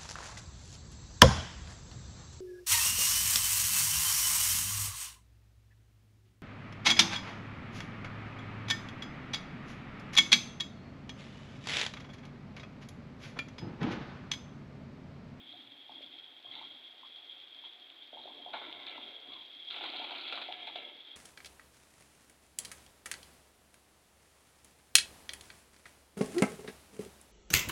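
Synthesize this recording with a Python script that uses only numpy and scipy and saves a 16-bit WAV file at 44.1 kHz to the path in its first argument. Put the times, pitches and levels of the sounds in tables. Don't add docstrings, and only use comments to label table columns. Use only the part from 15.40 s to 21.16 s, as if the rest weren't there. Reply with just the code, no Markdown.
import sys
import numpy as np
from scipy import signal
from scipy.fft import rfft, irfft
from scipy.io import wavfile
from scipy.ndimage import map_coordinates

SR = 44100
rng = np.random.default_rng(int(sys.argv[2]) if len(sys.argv) > 2 else 0)


def unload_audio(sound):
    columns = np.transpose(np.atleast_2d(sound))
    steps = np.round(np.clip(columns, -1, 1) * 32767)
    wavfile.write(sys.argv[1], SR, steps.astype(np.int16))


N = 253912
TIME = np.arange(N) / SR

# time_s, level_db
BOIL = [(0, -50.5), (.33, -55.5), (.63, -49), (.95, -54), (1.2, -50.5), (1.55, -53), (1.7, -50.5),
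        (2.25, -51), (2.52, -54.5), (2.72, -51.5), (3.05, -50), (3.35, -52.5), (3.65, -48.5), (3.9, -52.5),
        (4.25, -47), (5.2, -50), (5.76, -50.5)]


def amp(db):
    return 10 ** (np.asarray(db) / 20)


def unit(x):
    return x / np.sqrt(np.mean(x ** 2) + 1e-20)


def read(points, hz):
    f, value = np.transpose(points)
    return np.interp(np.log(hz + 1), np.log(np.sort(f) + 1), value)


def add(mix, s, sound):
    part = mix[max(round(s * SR), 0):][:len(sound)]
    part += sound[:len(part)]


def ring(points, size=4096):
    log_gain = np.log(amp(read(points, abs(np.fft.fftfreq(size, 1 / SR)))))
    spectrum = np.exp(np.conj(signal.hilbert(log_gain)))
    h = np.fft.ifft(spectrum).real[:size // 2]
    return h / np.linalg.norm(h)


def colour(x, points):
    return signal.oaconvolve(x, ring(points))[:len(x)]


def drift(hz):
    spectrum = rfft(rng.standard_normal(N))
    rolloff = 1 + (np.fft.rfftfreq(N, 1 / SR) / hz) ** 4
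    return unit(irfft(spectrum / rolloff, N))


def clicks(per_s, spread_db):
    size = amp(spread_db * np.minimum(rng.exponential(1, N), 4))
    sign = rng.choice([-1, 1], N)
    return unit(size * sign * (rng.random(N) < per_s / SR))


def bend(x, factor):
    return map_coordinates(x, [np.cumsum(factor)], order=3, mode="mirror")


def gesture(start, hold, rise_s, fade_db_per_s):
    age = TIME - start
    return np.clip(age / rise_s, 0, 1) * amp(-fade_db_per_s * np.maximum(age - hold, 0))


def kitchen():
    # pitch_hz, level_db
    kitchen_colour = [(20, -14), (65, -10), (120, -2), (160, -13), (330, 6), (480, 4), (750, 5.5),
                      (1050, 2.5), (1250, 4.5), (1500, 5.5), (3000, 7.5), (6000, -17), (12000, -20),
                      (15400, -16.5)]
    return amp(-64.5) * unit(colour(rng.standard_normal(N), kitchen_colour))


def sizzle(flurry_db=2.1, surge_db=-0.5):
    # pitch_hz, level_db
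    sizzle_colour = [(900, -45), (1850, -32.5), (2170, -15), (2400, -20), (3050, -19.5), (3170, -1),
                     (3245, 1.5), (3325, 3.5), (3420, -4), (3590, -5), (3720, -9.5), (4000, -21.5),
                     (4150, -25.5), (4500, -27.5), (5600, -46), (9000, -55.5)]
    flurries = amp(flurry_db * drift(hz=28.6) + surge_db * drift(hz=19))
    pops = clicks(per_s=2200, spread_db=0.5) * flurries
    level = amp(np.interp(TIME, *np.transpose(BOIL)) - 2.0)
    return level * unit(colour(pops, sizzle_colour))


def snaps():
    # pitch_hz, level_db
    snap_colour = [(500, -28.5), (1800, -14), (2600, -7), (3600, 4), (4300, -2.5), (5200, -14.5),
                   (6500, -30), (12000, -42)]
    level = amp(np.interp(TIME, *np.transpose(BOIL)) - 16.5)
    return level * unit(colour(clicks(per_s=160, spread_db=3.0), snap_colour))


def agitation():
    # start_s, hold_s, slosh_db, rumble_db
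    stirs = [(-.03, 0.3, -85, -65.5), (.48, 0.19, -66, -67.5), (1.027, 0.26, -68.5, -68),
             (2.704, 0.56, -59, -73.5), (3.103, 0.55, -57, -72), (3.834, 0.069, -59.5, -67.5),
             (4.317, 0.37, -55, -77), (4.882, 0.57, -60.5, -72)]
    swell_s, settle_db_per_s = 0.042, 61
    power = amp([[-69.5], [-83.5]]) ** 2
    for s, hold, slosh_db, rumble_db in stirs:
        move = gesture(s, hold, swell_s, settle_db_per_s)
        power = power + (amp([[slosh_db], [rumble_db]]) * move) ** 2
    return np.sqrt(power)


def slosh(cycles=2.77, glide=12, count=22):
    # pitch_hz, level_db
    broth_colour = [(190, -19.5), (260, 2), (345, 2.5), (450, -5), (560, 4), (760, 4.5), (1050, -0.5),
                    (1250, -22.5), (1500, -11)]
    out, t = np.zeros(N), np.arange(SR // 16) / SR
    for hz in np.geomspace(190, 1500, count):
        age = t * hz / cycles
        tone = np.sin(2 * np.pi * hz * t * (1 + glide * t / 2))
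        bubble = unit(age * np.exp(-2 * age) * tone)
        swarm = signal.oaconvolve(clicks(per_s=50, spread_db=2.5), bubble)[:N]
        out += amp(read(broth_colour, hz)) * swarm
    return agitation()[0] * amp(-4) * unit(out)


def rumble():
    # pitch_hz, level_db
    rumble_colour = [(30, -32), (70, -30), (90, -19), (107, -5), (125, 0), (152, -21), (180, -2.5),
                     (210, -7.5), (255, 4.5), (330, 5), (400, -14.5), (800, -45)]
    return agitation()[1] * unit(colour(rng.standard_normal(N), rumble_colour))


def pressure(places=("wall", "bottom", "sunk")):
    # start_s, bite_s, hold_s, grind_db, edge_db, easing_db_per_s, place
    pushes = [(.08, .02, 0.041, -71, -59, 76, "wall"), (1.112, 0.012, 0.085, -56.5, -57, 80, "wall"),
              (2.24, 0.0092, .02, -65, -62, 160, "wall"), (2.752, 0.031, 0.098, -71, -59.5, 49, "wall"),
              (3.128, 0.0059, 0.036, -47, -71, 27.5, "wall"),
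              (3.462, 0.0065, 0.055, -51.5, -55.5, 65, "sunk"), (3.887, 0.032, .04, -64, -56, 110, "sunk"),
              (4.3, .005, 0.0098, -52.5, -44.5, 230, "wall"), (4.307, 0.035, 0.69, -47, -53, 100, "bottom"),
              (5.045, .03, 0.18, -53, -65, 54, "sunk"), (5.276, .003, .012, -49.5, -62, 230, "sunk"),
              (5.353, .004, .03, -48, -70, 120, "sunk")]
    power = 0
    for s, bite, hold, grind_db, edge_db, fade, place in pushes:
        if place in places:
            power = power + (amp([[grind_db], [edge_db]]) * gesture(s, hold, bite, fade)) ** 2
    return np.sqrt(power)


def scrape():
    # pitch_hz, level_db
    wall_colour = [(130, -50.5), (300, -3.5), (450, -9), (900, -3.5), (1100, -2), (1220, -14.5), (1340, -1),
                   (1470, -3.5), (1560, -6), (1650, -3), (1830, -16), (2050, 4), (2270, 2), (2530, -10),
                   (2770, 0.5), (2930, -9), (3200, 4.5), (3600, 5.5), (4300, -15), (6000, -53)]
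    # pitch_hz, level_db
    bottom_colour = [(140, -53), (260, -5), (345, -1.5), (460, -12), (750, 0.5), (1100, -7), (1230, -7),
                     (1340, -1.5), (1480, -3.5), (1580, -11), (1680, -5), (1850, -9.5), (2250, 1.5),
                     (2900, 1.5), (3400, 6.5), (3950, -2), (4300, -30), (6000, -44)]
    # pitch_hz, level_db
    sunk_colour = [(140, -44), (300, -4), (720, -2), (1000, -5.5), (1200, -16), (1320, 4), (1440, -21),
                   (1660, 3.5), (1880, -13), (2060, 6.5), (2280, 7.5), (2530, -0.5), (2770, 7), (2920, 3),
                   (3400, 6.5), (3950, -1), (4300, -29), (6000, -57)]
    # pitch_hz, level_db
    edge_colour = [(2400, -23.5), (3200, -11.5), (3650, 5.5), (3830, -0.5), (4000, 1), (4130, -0.5),
                   (4250, -18.5), (4480, -8), (4750, -36), (5200, -38.5), (9000, -50), (15000, -54)]
    # time_s, pitch_hz
    edge_pitch = [(4.2, 3940), (4.55, 4210), (5.03, 4285), (5.2, 4060), (5.5, 3930)]
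    surfaces = {"wall": wall_colour, "bottom": bottom_colour, "sunk": sunk_colour}
    waver = 1 + 0.013 * drift(hz=7)
    grind = 0
    for place, body in surfaces.items():
        texture = unit(colour(clicks(per_s=1800, spread_db=-0.2), body))
        grind = grind + pressure([place])[0] * bend(texture, waver)
    slide = np.interp(TIME, *np.transpose(edge_pitch)) / 4000
    rasp = bend(unit(colour(clicks(per_s=650, spread_db=6.0), edge_colour)), slide)
    grind = grind * amp(1.37 * drift(hz=40))
    return grind + pressure()[1] * rasp * amp(-0.1 + 1.1 * drift(hz=40))


def ticks():
    # start_s, peak_db
    tick_events = [(1.139, -37), (1.154, -35), (2.251, -37), (2.502, -38), (3.327, -31), (4.309, -31),
                   (4.48, -33), (4.536, -32), (4.881, -32), (5.125, -27)]
    out = np.zeros(N)
    tick = ring([(400, -30), (2000, -20), (2700, -9), (3400, 0), (4000, -11), (4700, -30),
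                 (6000, -49), (15000, -55)])
    for s, db in tick_events:
        add(out, s, amp(db) * tick / abs(tick).max())
    catches = amp(-9) * pressure()[1] * clicks(per_s=47, spread_db=4.0)
    return out + signal.oaconvolve(catches, tick)[:N]


def pings(half_s=0.0025):
    # peak_s, level_db, pitch_hz
    ping_events = [(.095, -41.5, 3260), (.584, -40.5, 3340), (1.0614, -36, 3270), (1.115, -35.5, 3270),
                   (1.898, -37, 3310), (2.748, -39, 3280), (3.024, -43, 3200), (3.05, -40, 3390),
                   (3.766, -41.5, 3360), (3.935, -40, 3430), (5.453, -34.5, 3355)]
    out, t = np.zeros(N), np.arange(-SR // 50, SR // 50) / SR
    swell = np.exp(-abs(t / half_s) ** 1.1)
    for s, db, hz in ping_events:
        add(out, s + t[0], amp(db) * swell * np.sin(2 * np.pi * hz * t))
    return out


def plops(rise_s=0.0014, decay_s=0.0028, glide=14, gain_db=1, count=2):
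    # start_s, level_db, pitch_hz
    plop_events = [(.136, -52, 650), (.494, -43.5, 787), (.606, -48.5, 547), (1.048, -52.5, 637),
                   (1.066, -55, 1020), (1.163, -48.5, 820), (1.213, -43.5, 853), (1.632, -47, 980),
                   (2.238, -51.5, 910), (2.73, -42.5, 620), (2.771, -43.5, 803), (2.855, -43, 610),
                   (2.876, -43, 740), (3.062, -38.5, 706), (3.142, -33.5, 814), (3.558, -49, 576),
                   (3.579, -41, 907), (4.41, -40.5, 780), (4.452, -40, 1010), (4.536, -41.5, 730),
                   (4.597, -40.5, 670), (4.618, -40, 800), (4.645, -45, 765), (4.718, -41, 750),
                   (4.924, -37.5, 1310), (4.937, -43, 606), (4.974, -40, 1080), (5.087, -35.5, 692),
                   (5.275, -41.5, 810), (5.357, -36.5, 633)]
    after_s, after_db, after_pitch = 0.028, -11.5, 1.14
    out, t = np.zeros(N), np.arange(SR // 20) / SR
    shape = (1 - np.exp(-(t / rise_s) ** 2)) * np.exp(-t / decay_s)
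    shape = amp(gain_db) * shape / shape.max()
    turns = 2 * np.pi * t * (1 + glide * t / 2)
    for (s, db, hz), chances in zip(plop_events, rng.random((len(plop_events), count, 2))):
        add(out, s, amp(db) * shape * np.sin(hz * turns))
        for when, size in chances:
            follower = shape * np.sin(hz * after_pitch ** (2 * size) * turns)
            add(out, s + after_s * np.sqrt(when), amp(db + after_db) * follower)
    return out


def swirls(width_hz=130):
    # start_s, length_s, level_db, first_hz, last_hz
    swirl_events = [(2.93, .13, -66, 420, 680), (3.64, .22, -66, 600, 460), (3.87, .2, -62, 1150, 930),
                    (5.37, .22, -64, 620, 450)]
    out = np.zeros(N)
    flutter = unit(drift(hz=width_hz) * amp(3 * drift(hz=30)))
    for s, length, db, first_hz, last_hz in swirl_events:
        size = round(length * SR)
        pitch = np.geomspace(first_hz, last_hz, size)
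        tone = np.sqrt(2) * np.sin(2 * np.pi * np.cumsum(pitch) / SR)
        add(out, s, amp(db) * np.sqrt(np.hanning(size)) * tone * flutter[round(s * SR):][:size])
    return out


def knocks(blow=9):
    # start_s, level_db, thud_db, t60_s
    knock_events = [(3.136, -45, 7.5, 0.12), (3.216, -54.5, 8, 0.16), (3.467, -42, -12, 0.05),
                    (4.304, -45.5, -28, 0.18), (4.438, -40.5, -2, 0.1), (4.708, -44.5, 1, 0.06),
                    (4.925, -35.5, -7.5, 0.073), (4.976, -45, 3.5, 0.11), (5.016, -42, -2, 0.12),
                    (5.272, -41, -5.5, 0.06), (5.358, -41.5, -8, 0.072)]
    # pitch_hz, level_db
    clack_colour = [(500, -24), (1320, 2.5), (1460, 1.5), (1660, -2.5), (1870, -11.5), (2200, -3),
                    (2530, 4.5), (2750, 1.5), (2950, 1.5), (3500, 8), (4000, 4.5), (4600, -10.5),
                    (5600, -31), (15000, -45)]
    # pitch_hz, level_db
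    thud_colour = [(120, -28.5), (300, -9), (550, 1), (900, 8), (1150, 1), (1420, 9), (1800, -4.5),
                   (3000, -33.5), (6000, -84)]
    out, t = np.zeros(N), np.arange(SR // 5) / SR
    for s, db, thud_db, t60 in knock_events:
        chatter = rng.standard_normal(len(t)) * amp(db - 60 * t / t60)
        chatter[0] = blow * amp(db)
        clack, thud = colour(chatter, clack_colour), colour(chatter, thud_colour)
        add(out, s, clack + amp(thud_db) * thud)
    return out


def groan(rough=0.2):
    start_s, length_s, level_db = 5.125, 0.16, -54.5
    first_hz, sag_hz_per_s = 740, 280
    age = np.clip(TIME - start_s, 0, length_s)
    level = amp(level_db) * np.sin(np.pi * age / length_s) * (1 + rough * drift(hz=40))
    return np.sqrt(2) * level * np.sin(2 * np.pi * np.cumsum(first_hz - sag_hz_per_s * age) / SR)


def steel(x, ring_db):
    # pitch_hz, level_db, t60_s
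    steel_modes = [(706, -9, .1), (790, -8, .06), (1337, -3, .1), (1470, -1, .08), (1698, -9, .08),
                   (2050, -8, .07), (2200, -5, .07), (2328, -4, .07), (2602, -5, .06), (2847, -5, .05),
                   (3623, 0, .05), (3964, 1, .05)]
    t = np.arange(SR // 4) / SR
    ringing = 0
    for hz, db, t60 in steel_modes:
        ringing = ringing + amp(db) * unit(amp(-60 * t / t60) * np.cos(2 * np.pi * hz * t))
    return x + amp(ring_db) * signal.oaconvolve(x, ringing / np.linalg.norm(ringing))[:N]


def room(x, wet_db):
    # pitch_hz, t60_s
    decay_times = [(200, 0.28), (1000, 0.14), (4000, 0.23), (10000, 0.092)]
    taps = rng.choice([-1., 1.], SR // 2) * (rng.random(SR // 2) < 2500 / SR)
    taps[:SR // 250] = 0
    hz, t, z = signal.stft(taps, SR, nperseg=256)
    decay = amp(-60 * t / read(decay_times, hz)[:, None])
    tail = signal.istft(z * decay, SR)[1]
    return x + amp(wet_db) * signal.oaconvolve(x, tail / np.linalg.norm(tail))[:N]


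def scene():
    fizz = room(sizzle() + snaps() + pings(), wet_db=-11)
    broth = room(plops() + slosh() + swirls(), wet_db=-6.0)
    skimmer = room(steel(scrape() + knocks() + ticks(), ring_db=-22), wet_db=-10.5) + groan()
    bass_cut = signal.butter(3, 170, "high", fs=SR, output="sos")
    pot = signal.sosfilt(bass_cut, fizz + broth + skimmer)
    return (pot + rumble() + kitchen())[None]


def record(dry):
    lowpass = signal.firwin(801, 15520, window=("kaiser", 8), fs=SR)
    return signal.oaconvolve(dry, lowpass[None], "same")


dry = scene()
out = record(dry)
unload_audio(out)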